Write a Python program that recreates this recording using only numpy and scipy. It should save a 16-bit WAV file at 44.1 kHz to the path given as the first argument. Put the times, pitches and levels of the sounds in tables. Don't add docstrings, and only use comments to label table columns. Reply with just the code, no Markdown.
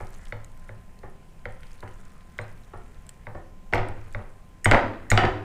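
import sys
import numpy as np
from scipy import signal
from scipy.io import wavfile
from scipy.ndimage import uniform_filter1d, minimum_filter1d

SR = 44100
rng = np.random.default_rng(int(sys.argv[2]) if len(sys.argv) > 2 else 0)


def to_wav(sig):
    pcm = np.clip(np.atleast_2d(sig), -1, 1) * 32767
    pcm = np.round(pcm).astype(np.int16)
    wavfile.write(sys.argv[1], SR, pcm.T)


def volts_from_decibels(level):
    exponent = np.asarray(level, float) / 20
    return 10 ** exponent


N = 239992

# (frequency [Hz], density [dB per Hz])
HUM = [(45, -10), (90, -23.5), (155, -3), (300, -20), (800, -21.5), (1100, -30.5), (2500, -32),
       (4000, -40.5), (8700, -39.5), (12000, -48.5), (16500, -42)]
# (frequency [Hz], density [dB per Hz])
SCRAPE = [(2000, -9), (3500, -2), (5500, -1), (8500, 3), (10000, 3.5), (12000, -32), (15000, -10)]
# (frequency [Hz], density [dB per Hz])
SQUELCH = [(200, -9), (500, 2.5), (1200, 9), (2200, 5.5), (3200, -8.5), (5000, -20), (8000, -43)]
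# (time [s], scrape level [dB])
STIR = [(0.0, -59.5), (0.3, -59), (0.36, -70), (0.7, -67), (0.85, -74), (1.18, -76), (1.4, -71.5),
        (1.7, -64), (2.36, -68), (2.47, -61.5), (2.55, -67.5), (2.94, -68), (3.35, -73), (3.65, -89),
        (4.12, -63), (4.45, -77), (4.82, -86), (5.44, -79)]
# (time [s], snap
# [dB], board [dB], thump [dB])
ROCKS = [(0.0034, -55, -36.5, -31), (0.3232, -21.5, -39.5, -32.5), (0.6911, -32, -46, -37.5),
         (0.9676, -66, -66, -50.5), (1.0322, -54, -40, -37), (1.4545, -22, -40, -35.5),
         (1.6317, -39, -77, -71), (1.8263, -44, -38.5, -34), (1.8759, -40, -63.5, -45),
         (2.388, -18.5, -36.5, -33), (2.7347, -47, -38.5, -39), (3.2682, -28, -41.5, -37),
         (3.3477, -54, -37, -34), (3.887, -60, -42, -28.5), (3.97, -56.5, -50, -38),
         (4.1471, -21.5, -38.5, -29.5), (4.1895, -46, -43, -32.5)]
# (time [s], snap [dB], board [dB], thump [dB], edge [dB])
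BOUNCES = [(3.7253, -31, -30, -21.5, -30), (3.7348, -8, -24, -64, -14.5), (3.7541, -42, -22.5, -57, -23.5),
           (3.7788, -36, -31, -20.5, -28), (4.6566, -4.5, -20.5, -14, -13.5),
           (4.7118, -6.5, -13, -36, -7.5), (4.7189, -3, -36, -13.5, -13), (4.7331, -17, -15, -18, -27),
           (4.7445, -7, -15, -36, -35), (4.7713, -16.5, -42, -55, -35), (4.791, -17.5, -37, -54, -38),
           (4.8303, -23, -50, -25, -46), (5.1153, -6.5, -19, -11.5, -14), (5.175, -9.5, -15, -20, -6.5),
           (5.1886, -13.5, -30, -31, -42), (5.2223, -27, -46, -16.5, -49), (5.2351, -17.5, -18, -16, -35),
           (5.251, -17.5, -25.5, -40, -19.5)]
# (frequency [Hz], level [dB], half length [s])
SNAP = [(2060, -4, 0.0015), (1507, -8, 0.0021), (3700, -27, 0.002)]
# (frequency [Hz], density [dB per Hz], t60 [s])
EDGE = [(1743, -13, 0.065), (2700, -0.5, 0.016), (3740, -10, 0.018), (5380, -6.5, 0.018),
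        (7500, -51, 0.0035), (10800, -43, 0.012)]
# (frequency [Hz], density [dB per Hz], t60 [s])
BODY = [(247.7, -5, 0.22), (410, 3, 0.057), (845, 2, 0.06), (1195, 0, 0.022), (1626, -4.5, 0.041),
        (2500, -24, 0.0097), (3400, -40, 0.042)]
# (frequency [Hz], level [dB], t60 [s])
BOARD = [(306, -3, .15), (385, -3, .07), (748, -4, .09), (952, -8, .08)]
# (frequency [Hz], level [dB], t60 [s])
THUMP = [(106, 1, .75), (88, -16, .3), (62, -10, .2), (150, -13, .15), (215, -7, .18)]
# (frequency [Hz], level [dB], t60 [s])
HOLLOW = [(478, 2, .17), (530, 1, .15), (594, 1, .2)]
# (time [s], peak [dB], centre [Hz])
CRACKLES = [(0.148, -46, 6600), (0.445, -38, 7400), (0.5754, -51, 8100), (0.596, -52, 8230),
            (0.9896, -47, 4700), (1.099, -50.5, 10000), (1.5226, -49, 8650), (1.607, -46.5, 9250),
            (1.6683, -49, 4780), (1.716, -46, 5130), (1.731, -46, 6870), (1.805, -42.5, 4360),
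            (1.939, -51, 6860), (2.052, -46, 7760), (2.382, -37.5, 3770), (2.576, -50, 4300),
            (2.6352, -50, 4360), (2.6465, -49, 4130), (2.7756, -51, 8700), (2.881, -54, 8150),
            (3.0665, -41, 8600), (3.092, -31, 8300), (3.747, -33, 4100), (3.886, -40, 8800),
            (4.126, -42.5, 8250), (4.4907, -58.5, 9200), (4.712, -23, 7500), (4.713, -42, 13000),
            (5.174, -45, 6500), (3.733, -39, 8700)]
# (time [s], peak [dB], then against it low modes [dB], middle modes [dB], top modes [dB])
TINGS = [
    (2.4122, -57, -12, 18, 9),
    (4.6445, -28, 7, -8, 9),
    (5.1015, -24, 2, 2, -2),
]
# (frequency [Hz], level [dB], t60 [s])
GLASS = [(1879, -5, .1), (2890, -18, .1), (4086, -17, .15), (5408, -12, .05), (6690, -6, .025),
         (6905, 0, .055), (7830, -12, .015), (8550, -3, .05), (10000, -18, .02), (12220, -26, .08),
         (13000, -24, .015), (14300, -26, .03)]
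# (frequency [Hz], density [dB per Hz], t60 [s])
SPLASH = [(1980, 3, 0.017), (4500, -26, 0.02), (6500, -2, 0.009), (8700, -22.5, 0.021), (10500, -28, 0.02),
          (15500, -20, .025)]
# (frequency [Hz], t60 [s], tail level [dB])
KITCHEN = [(93, 0.99, -4.5), (285, 0.76, -5.5), (690, 0.43, 0.5), (1645, 0.44, 3), (2720, 0.39, -4),
           (5650, 0.5, -12), (12000, 0.17, 1)]
# (level against the blow [dB], rise [s], t60 [s])
SLUMP = (-17.5, 0.017, 0.85)
# (level against the blow [dB], rise [s], t60 [s])
SLIDE = (-47, .005, 0.37)
# (level against the blow [dB], rise [s], t60 [s])
HEAVE = (-2, 0.011, 0.22)


def rms_one(x):
    return x / np.sqrt(np.mean(x ** 2) + 1e-20)


def at_hz(points, hz, axis=1):
    points = np.array(points)
    return np.interp(np.log(hz), np.log(points[:, 0]), points[:, axis])


def drift(rate_hz):
    pole = np.exp(-80 * np.pi * rate_hz / SR)
    white = rng.standard_normal(N // 40 + 2002)
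    slow = signal.lfilter([1], [1, -2 * pole, pole * pole], white)[2000:]
    return np.interp(np.arange(N) / 40, np.arange(len(slow)), rms_one(slow))


def band_noise(low_hz, high_hz, x):
    return signal.sosfilt(signal.butter(2, [low_hz, high_hz], "band", fs=SR, output="sos"), x)


def banded(spectrum, patchy_db, white):
    out, edges = 0, 40 * 2 ** np.arange(0, 8.9, 1 / 3)
    for k, (low, high) in enumerate(zip(edges, edges[1:])):
        level_db = at_hz(spectrum, np.sqrt(low * high)) + patchy_db * drift(4.7)
        out = out + band_noise(low, high, white[k % 2]) * volts_from_decibels(level_db)
    return rms_one(out)


def ring(clicks, hz, t60):
    r, w = volts_from_decibels(-60 / (t60 * SR)), 2 * np.pi * hz / SR
    return signal.lfilter([0, np.sin(w)], [1, -2 * r * np.cos(w), r * r], clicks + 1e-18)


def strike(times, level_db, modes, spread_db, contact_s):
    at, out = np.round(np.array(times) * SR).astype(int), 0
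    luck = rng.standard_normal((len(at), 16))
    for k, (hz, mode_db, t60) in enumerate(modes):
        clicks = np.zeros(N)
        clicks[at] = volts_from_decibels(level_db[:, k] + mode_db + spread_db * luck[:, k]) * (-1) ** k
        swell = ring(clicks, hz, contact_s) * 14 / (contact_s * SR)
        out = out + ring(swell, hz, t60)
    return out


def swelling_power(times, level_db, rise_s, t60):
    power = np.full(N, 1e-18)
    power[np.round(times * SR).astype(int)] = volts_from_decibels(2 * level_db)
    rise, fall = np.exp(-1 / (rise_s * SR)), volts_from_decibels(-120 / (t60 * SR))
    return signal.lfilter([1 - rise], np.convolve([1, -rise], [1, -fall]), power)


def crunch(times, level_db, table, rise_s):
    out, white = 0, rng.standard_normal((2, N))
    lowest, highest = table[0][0], table[-1][0]
    edges = lowest * 2 ** np.arange(0, np.log2(highest / lowest) + .4, .5)
    for k, (low, high) in enumerate(zip(edges, edges[1:])):
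        hz = np.sqrt(low * high)
        shape = np.sqrt(swelling_power(times, level_db, rise_s, at_hz(table, hz, axis=2)))
        out = out + band_noise(low, high, white[k % 2] * shape) * volts_from_decibels(at_hz(table, hz))
    return out


def blows():
    s, snap_db, board_db, thump_db = np.array(ROCKS).T
    edge_db = snap_db + 1.98 * np.minimum(snap_db - board_db - 25.5, 0)
    rocks = [s, snap_db, board_db, board_db - 2.9, thump_db, edge_db]
    s, snap_db, board_db, thump_db, edge_db = np.array(BOUNCES).T
    hollow_db = -27.5 + 0.47 * snap_db
    return np.hstack([rocks, [s, snap_db, board_db, hollow_db, thump_db, edge_db]])


def aftermath(steady_db, times, blow_db, rule):
    share_db, rise_s, t60 = rule
    swell = swelling_power(times, blow_db + share_db, rise_s, t60)
    return 10 * np.log10(volts_from_decibels(2 * steady_db) + swell)


def room_tone():
    return volts_from_decibels(-55) * banded(HUM, 1.0, rng.standard_normal((2, N)))


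def appliance_whine():
    cycles = 1035 * np.arange(N) / SR + .15 * drift(4.0)
    return volts_from_decibels(-64 + 1.5 * drift(3.0)) * np.sin(2 * np.pi * cycles)


def worktop_rumble(rumble_db):
    white = rng.standard_normal(N + SR)
    low = band_noise(8, 24, white) + volts_from_decibels(-14.5) * band_noise(45, 75, white)
    return volts_from_decibels(rumble_db) * rms_one(low[SR:])


def gritty(spectrum, grit_db, patchy_db):
    grains = rng.standard_normal((2, N)) * volts_from_decibels(grit_db * drift(150.0))
    return banded(spectrum, patchy_db, grains)


def wire_scrape(scrape_db):
    return volts_from_decibels(scrape_db - 6.5) * gritty(SCRAPE, grit_db=5.5, patchy_db=1.5)


def dough_squelch(squelch_db):
    return volts_from_decibels(squelch_db - 5) * gritty(SQUELCH, grit_db=2.5, patchy_db=2.2)


def foot_snaps(times, snap_db):
    clicks, t = np.zeros(N), np.arange(-70, 300) / SR
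    clicks[np.round(times * SR).astype(int)] = volts_from_decibels(snap_db + 0.5)
    pulse = 0
    for hz, level_db, half_s in SNAP:
        pulse = pulse + volts_from_decibels(level_db) * np.exp(-(t / half_s) ** 2) * np.sin(2 * np.pi * hz * t)
    fade_in = np.sin(np.pi / 2 * np.clip(np.arange(370) / 50, 0, 1)) ** 2
    return signal.oaconvolve(clicks, pulse * fade_in)[:N]


def glass_edge(times, edge_db):
    return crunch(times, edge_db + 4, EDGE, rise_s=0.0004)


def board_body(times, board_db):
    body = crunch(times, board_db + 14, BODY, rise_s=0.0013)
    light_db = np.clip(board_db + 22, -10, 0)[:, None] * [1, 0, 0, 0]
    level_db = board_db[:, None] + light_db - 7
    return body + strike(times, level_db, BOARD, spread_db=3.5, contact_s=0.0049)


def worktop_thump(times, snap_db, board_db, hollow_db, thump_db):
    dull = np.clip((board_db - snap_db) / 10, 0, 1)[:, None]
    lean_db = dull * [-8, 16, 0, 2, -8]
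    thump = strike(times, thump_db[:, None] - 3 + lean_db, THUMP, spread_db=1.5, contact_s=.065)
    level_db = hollow_db[:, None] - 8 * dull + np.zeros(3)
    return thump + strike(times, level_db, HOLLOW, spread_db=1.5, contact_s=.015)


def crackles(per_s, stir_db):
    out, t = np.zeros(N), np.arange(600) / SR
    for s, peak_db, hz in CRACKLES:
        i = round(s * SR)
        noise = rng.standard_normal(600) * volts_from_decibels(-60 * t / .012)
        burst = band_noise(hz / 1.2, min(hz * 1.04, 18000), noise)
        burst = burst + volts_from_decibels(-7) * band_noise(1600, 9500, noise)
        out[i:i + 600] += volts_from_decibels(peak_db) * burst / np.abs(burst).max()
    sizes = volts_from_decibels(3.5 * np.minimum(rng.exponential(1, N), 3) + stir_db + 12)
    born, dealt = rng.random(N) < per_s / SR, rng.integers(0, 8, N)
    for k, hz in enumerate(np.geomspace(1800, 13000, 8)):
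        out += ring(sizes * born * (dealt == k), hz, 6.9 / hz)
    return out


def tings():
    s, peak_db, low_db, middle_db, top_db = np.array(TINGS).T[:, :, None]
    hz = np.array(GLASS)[:, 0]
    low, middle, top = hz < 3500, (hz > 3500) & (hz < 5000), hz > 7500
    level_db = peak_db + low_db * low + middle_db * middle + top_db * top
    glass = strike(s[:, 0], level_db, GLASS, spread_db=1.0, contact_s=.004)
    splash = crunch(s[:, 0], (peak_db + 12)[:, 0], SPLASH, rise_s=0.00044)
    return glass, splash


def kitchen(x):
    t, edges, tail = np.arange(SR) / SR, 60 * 2 ** np.arange(0, 8.4, .5), 0
    white = rng.standard_normal((2, SR))
    for k, (low, high) in enumerate(zip(edges, edges[1:])):
        hz = np.sqrt(low * high)
        level_db = at_hz(KITCHEN, hz, axis=2) - 60 * t / at_hz(KITCHEN, hz)
        tail = tail + band_noise(low, high, white[k % 2]) * volts_from_decibels(level_db)
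    return signal.fftconvolve(x, tail * np.clip(t / 0.0063, 0, 1))[:N]


def scene():
    stir_db = np.interp(np.arange(N) / SR, *np.transpose(STIR))
    effort_db = stir_db + 68
    s, snap_db, board_db, hollow_db, thump_db, edge_db = blows()
    shake_db = board_db + 0.74 * np.clip(snap_db - board_db - 6.5, -25, 5)
    scrape_db = aftermath(stir_db, s, edge_db, SLIDE)
    squelch_db = aftermath(-59.5 + 0.67 * effort_db, s, shake_db, SLUMP)
    rumble_db = aftermath(-41.5 + 0.1 * effort_db, s, thump_db, HEAVE)

    background = room_tone() + appliance_whine() + worktop_rumble(rumble_db)
    stirring = wire_scrape(scrape_db) + dough_squelch(squelch_db)
    snap = foot_snaps(s, snap_db)
    edge = glass_edge(s, edge_db)
    body = board_body(s, board_db)
    thump = worktop_thump(s, snap_db, board_db, hollow_db, thump_db)
    crackle = crackles(120, stir_db)
    glass, splash = tings()

    quiet = volts_from_decibels(-42) * (thump + glass + crackle + snap)
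    room = kitchen(volts_from_decibels(-26) * edge + volts_from_decibels(-30.5) * body + volts_from_decibels(-24) * splash + quiet)
    impacts = snap + edge + body + thump + glass + splash + crackle
    return (impacts + room + stirring + background)[None]


def band_limit(x):
    return signal.sosfilt(signal.butter(12, 16450, fs=SR, output="sos"), x)


def record(dry):
    gain = np.minimum(1, .96 / (np.abs(dry) + 1e-9))
    gain = uniform_filter1d(minimum_filter1d(gain, size=257), size=129)
    low_pass = signal.cheby2(10, 50, 16250, fs=SR, output="sos")
    mix = signal.sosfilt(low_pass, dry * gain)
    return band_limit(mix)


dry = scene()
out = record(dry)
to_wav(out)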